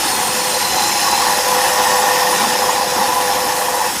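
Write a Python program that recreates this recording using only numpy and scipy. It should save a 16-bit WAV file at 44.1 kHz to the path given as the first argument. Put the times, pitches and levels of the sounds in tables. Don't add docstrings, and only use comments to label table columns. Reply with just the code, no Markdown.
import sys
import numpy as np
from scipy import signal
from scipy.fft import rfft, irfft
from scipy.io import wavfile

SR = 44100
rng = np.random.default_rng(int(sys.argv[2]) if len(sys.argv) > 2 else 0)


def wav_record(signal):
    frames = np.transpose(np.atleast_2d(signal))
    bounded = np.clip(frames, -1, 1)
    quanta = np.round(bounded * 32767).astype(np.int16)
    wavfile.write(sys.argv[1], SR, quanta)


N = 176400
SHAKE_HZ = 99.67

# time_s, level_db
RATTLE_ENVELOPE = [(0, -23.5), (.54, -23.5), (.71, -23), (.92, -21.5), (1.28, -17.5), (1.42, -22),
                   (1.63, -16.5), (2.15, -17), (2.6, -18.5), (2.9, -21), (3.0, -17.5), (3.06, -21.5),
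                   (3.42, -19), (3.64, -22), (3.88, -17.5), (3.93, -28.5)]
# pitch_hz, bandwidth_hz, level_db
HOPPER_MODES = [(726, 58, -6), (815, 68, -0.5), (877.7, 57, -0.5), (979, 131, -2.5), (1116, 124, -7.5),
                (1447, 61, -13), (1730, 165, -13), (1865, 140, -12)]
# pitch_hz, level_db
RINGING_TONES = [(712, -14.5), (801, -11.5), (817, -10), (887, -19.5), (990, -9.5), (1114, -17.5)]
# time_s, level_db
DRONE_ENVELOPE = [(0, -52), (.22, -36.5), (.57, -24), (.62, -50), (.8, -35), (1.14, -37), (1.28, -26.5),
                  (1.62, -24), (2.34, -24), (2.47, -33), (2.54, -24), (3.87, -27.5), (3.91, -53)]
# pitch_hz, level_db
DRONE_PARTIALS = [(606, -8.5), (395, -25.5)]
# centre_s, length_s, pitch_hz, level_db
GROANS = [(0.146, 0.47, 745, -31), (0.218, 0.18, 992, -27), (.64, 0.15, 995, -25),
          (0.774, 0.096, 745, -24.5), (0.776, 0.062, 845, -19.5), (1.003, 0.36, 828, -22.5),
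          (1.084, 0.054, 1120, -20), (1.2, .08, 865, -30), (1.52, 0.13, 1000, -21), (3.156, 0.11, 998, -17)]
# time_s, low_level_db, high_level_db
HISS_ENVELOPES = [(0.0, -21, -24), (0.25, -22, -23.5), (1.06, -20.5, -24), (2.45, -20.5, -25),
                  (2.85, -22.5, -26.5), (3.1, -23, -25.5), (4.0, -24.5, -25)]
# frequency_hz, level_db
LOW_HISS_SPECTRUM = [(1200, -1), (2000, 4), (2250, -4), (2500, 2), (3200, -1), (3850, -1.5), (4400, -4),
                     (4750, -2), (6000, 0), (7000, -1.5)]
# frequency_hz, level_db
HIGH_HISS_SPECTRUM = [(7000, 5), (7450, 0.5), (8700, 1.5), (9400, 0), (10700, 1.5), (12500, -3.5),
                      (15400, -5)]
# pitch_hz, bandwidth_hz, level_db
CHUTE_MODES = [(2473, 89, -3.5), (3524, 88, -4), (4770, 164, -0.5), (5250, 150, 5), (5470, 106, 0.5),
               (7090, 89, -12.5)]
# centre_s, length_s, pitch_hz, level_db
SCRAPES = [(1.84, 2.2, 13600, -35), (2.43, 0.16, 9400, -34), (2.43, 0.17, 9200, -31.5)]
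# time_s, pitch_hz, level_db
WHISTLE_GLIDE = [(0, 9240, -41), (.1, 9140, -28.5), (.27, 8930, -27), (.33, 8900, -35), (.58, 8800, -30.5),
                 (.76, 8530, -38), (1.3, 8000, -41), (1.75, 7750, -37), (2.1, 7630, -44), (2.3, 7560, -60)]
# centre_s, length_s, pitch_hz, level_db
SQUEALS = [(0.155, 0.98, 4290, -32), (0.118, 0.28, 3630, -36), (.76, 0.55, 4104, -27),
           (1.127, 0.51, 4047, -28.5), (.95, .9, 7130, -32.5), (0.948, 0.48, 6240, -31),
           (1.0, 0.48, 5310, -30), (1.2, 0.79, 10700, -34.5), (1.57, 0.55, 9750, -32),
           (2.002, 0.79, 1830, -26), (2.002, 0.37, 7960, -35), (2.298, 1.3, 5230, -33.5),
           (2.398, 0.35, 3570, -31.5), (2.5, 0.11, 4680, -29.5), (2.995, 2, 4030, -37.5),
           (3.35, 0.86, 12270, -36)]
# time_s, level_db
ROAR_ENVELOPE = [(0, -34.5), (2.2, -35), (2.45, -33.5), (3.4, -36)]
# frequency_hz, level_db
ROAR_SPECTRUM = [(25, -29), (45, -20), (65, -10), (110, -8), (150, -1.5), (220, 2.5), (275, -0.5), (340, 4),
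                 (450, -1), (640, -3), (1300, -2), (2200, -18)]
# centre_s, level_db
BOOMS = [(2.48, -30.5), (3.0, -32.5)]
# pitch_hz, level_db
ENGINE_ORDERS = [(62.7, -55), (75.3, -51), (100.3, -57.5), (199, -50.5)]


def hopper_rattle(jitter_s=0.001319, blow_spread_db=4, surge_db=0.74):
    shakes_s = np.arange(0, N / SR, 1 / SHAKE_HZ)
    plates = 0
    for hz, width_hz, db in HOPPER_MODES:
        lateness, strength = rng.standard_normal((2, 1024))[:, :len(shakes_s)]
        onsets = ((shakes_s + jitter_s * lateness) * SR).astype(int) % N
        blows = np.zeros(N)
        blows[onsets] = from_db(blow_spread_db * strength)
        mode = filtered(blows, lambda f: resonance(f, hz, width_hz) ** 2)
        plates += from_db(db) * np.sqrt(width_hz) * mode
    ringing = sum(from_db(db) * tone(hz, waver_db=2.5, wander_hz=5.1, rate_hz=7.6)
                  for hz, db in RINGING_TONES)
    drone_db, = curves(DRONE_ENVELOPE)
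    ringing *= from_db(0.2 * (drone_db - drone_db.max()))
    level_db, = curves(RATTLE_ENVELOPE)
    envelope = from_db(level_db + surge_db * drift(rate_hz=38))
    return envelope * (from_db(-1) * unit_power(plates) + ringing)


def hopper_drone(main_hz=501):
    level_db, = curves(DRONE_ENVELOPE)
    main = tone(main_hz, waver_db=1.5, wander_hz=2, rate_hz=17.7)
    partials = sum(from_db(db) * tone(hz, waver_db=4, wander_hz=2.6, rate_hz=11)
                   for hz, db in DRONE_PARTIALS)
    wall = from_db(0.32 * level_db - 21.5) * noise_band(hz=520.5, width_hz=76)
    return from_db(level_db - 1.85) * (main + partials) + wall


def hopper_groans():
    return sum(from_db(db) * swell(centre_s, length_s) * tone(hz, waver_db=4, wander_hz=12.1, rate_hz=25)
               for centre_s, length_s, hz, db in GROANS)


def chute_flow(shake_depth=0.055, flicker_db=0.87):
    low_db, high_db = curves(HISS_ENVELOPES)
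    ticks = from_db(-7) * stone_ticks()
    low_hiss = from_db(-1.74 + flicker_db * drift(rate_hz=24)) * shaped_noise(LOW_HISS_SPECTRUM)
    chirps = from_db(-6) * stone_chirps()
    high_hiss = from_db(-1.96 + flicker_db * drift(rate_hz=30)) * shaped_noise(HIGH_HISS_SPECTRUM)
    flow = from_db(low_db) * (low_hiss + ticks + chirps) + from_db(high_db) * high_hiss
    return flow * (1 + shake_depth * np.sin(2 * np.pi * SHAKE_HZ * np.arange(N) / SR))


def stone_ticks(hits_per_s=3200, spread_db=3.5, waver_db=1.8):
    ticks = 0
    for hz, width_hz, db in CHUTE_MODES:
        strengths = from_db(spread_db * np.minimum(rng.exponential(1, N), 5))
        signs = rng.choice([-1, 1], N)
        hits = strengths * signs * (rng.random(N) < hits_per_s / SR)
        gain = from_db(db + waver_db * drift(rate_hz=6)) * np.sqrt(width_hz)
        ticks += gain * filtered(hits, lambda f: resonance(f, hz, width_hz))
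    return unit_power(ticks)


def stone_chirps(low_hz=2289, high_hz=11690, count=30, spread_db=13.5):
    pitches_hz = np.linspace(low_hz, high_hz, count)
    flares = [from_db(spread_db * np.minimum(drift(rate_hz=5.6), 1)) for _ in pitches_hz]
    return unit_power(sum(flare * tone(hz, waver_db=4, wander_hz=44.7, rate_hz=60)
                          for flare, hz in zip(flares, pitches_hz)))


def gravel_scrapes(relative_width=0.075):
    return sum(from_db(db) * swell(centre_s, length_s) * noise_band(hz, relative_width * hz)
               for centre_s, length_s, hz, db in SCRAPES)


def air_whistle():
    hz, db = curves(WHISTLE_GLIDE)
    return from_db(db) * tone(hz, waver_db=2, wander_hz=16.9, rate_hz=32)


def steel_squeals(pulse_hz=48.2, pulse_depth=0.4):
    turns = np.cumsum(pulse_hz + 4 * drift(rate_hz=14.4)) / SR
    squeals = 0
    for centre_s, length_s, hz, db in SQUEALS:
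        rough_tone = tone(hz, waver_db=4, wander_hz=0.00698 * hz, rate_hz=70.7)
        squeals += from_db(db) * swell(centre_s, length_s) * rough_tone
    return squeals * unit_power(1 + pulse_depth * np.sin(2 * np.pi * turns))


def mixer_roar(churn_db=2):
    level_db, = curves(ROAR_ENVELOPE)
    return from_db(level_db + 5.5 + churn_db * drift(rate_hz=26)) * shaped_noise(ROAR_SPECTRUM)


def mixer_booms():
    envelope = sum(from_db(db) * swell(centre_s, length_s=0.12) for centre_s, db in BOOMS)
    return envelope * noise_band(hz=233, width_hz=60)


def diesel_idle():
    return sum(from_db(db) * tone(hz, waver_db=-0.5, wander_hz=0.68, rate_hz=6.6)
               for hz, db in ENGINE_ORDERS)


def from_db(db):
    return 10 ** (np.asarray(db) / 20)


def unit_power(x):
    return x / np.sqrt(np.mean(x ** 2) + 1e-20)


def curves(rows):
    times_s, *columns = np.transpose(rows)
    return [np.interp(np.arange(N) / SR, times_s, column) for column in columns]


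def swell(centre_s, length_s):
    return np.exp(-(2 * (np.arange(N) / SR - centre_s) / length_s) ** 2)


def drift(rate_hz, size=4096):
    f = np.arange(size // 2 + 1) * SR / N
    spectrum = rfft(rng.standard_normal(size)) * (f > 0) / (1 + (f / rate_hz) ** 2)
    slow = unit_power(irfft(spectrum, size))
    return np.interp(np.linspace(0, size - 1, N), np.arange(size), slow)


def tone(hz, waver_db, wander_hz, rate_hz):
    cycles = np.cumsum(hz + wander_hz * drift(rate_hz)) / SR + rng.random()
    return unit_power(np.sin(2 * np.pi * cycles) * from_db(waver_db * drift(rate_hz)))


def resonance(f, hz, width_hz):
    return 1j * f * width_hz / (hz ** 2 - f ** 2 + 1j * f * width_hz)


def filtered(x, response):
    f = np.arange(N // 2 + 1) * SR / N
    return unit_power(irfft(rfft(x) * response(f), N))


def noise_band(hz, width_hz):
    return filtered(rng.standard_normal(N), lambda f: resonance(f, hz, width_hz) ** 2)


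def shaped_noise(spectrum):
    hz, db = np.transpose(spectrum)
    def response(f):
        skirts = np.sqrt((1 + (hz[0] / (f + 1)) ** 24) * (1 + (f / hz[-1]) ** 48))
        return from_db(np.interp(np.log(f + 1), np.log(hz), db)) / skirts
    return filtered(rng.standard_normal(N), response)


def scene():
    hopper = hopper_rattle() + hopper_groans() + hopper_drone()
    discharge = chute_flow() + gravel_scrapes() + air_whistle() + steel_squeals()
    truck = mixer_roar() + diesel_idle() + mixer_booms()
    plant = hopper + discharge + truck
    return np.array([plant, plant])


def record(dry, cutoff_hz=15500):
    return signal.sosfilt(signal.ellip(12, .1, 90, cutoff_hz, fs=SR, output="sos"), dry)


dry = scene()
out = record(dry)
wav_record(out)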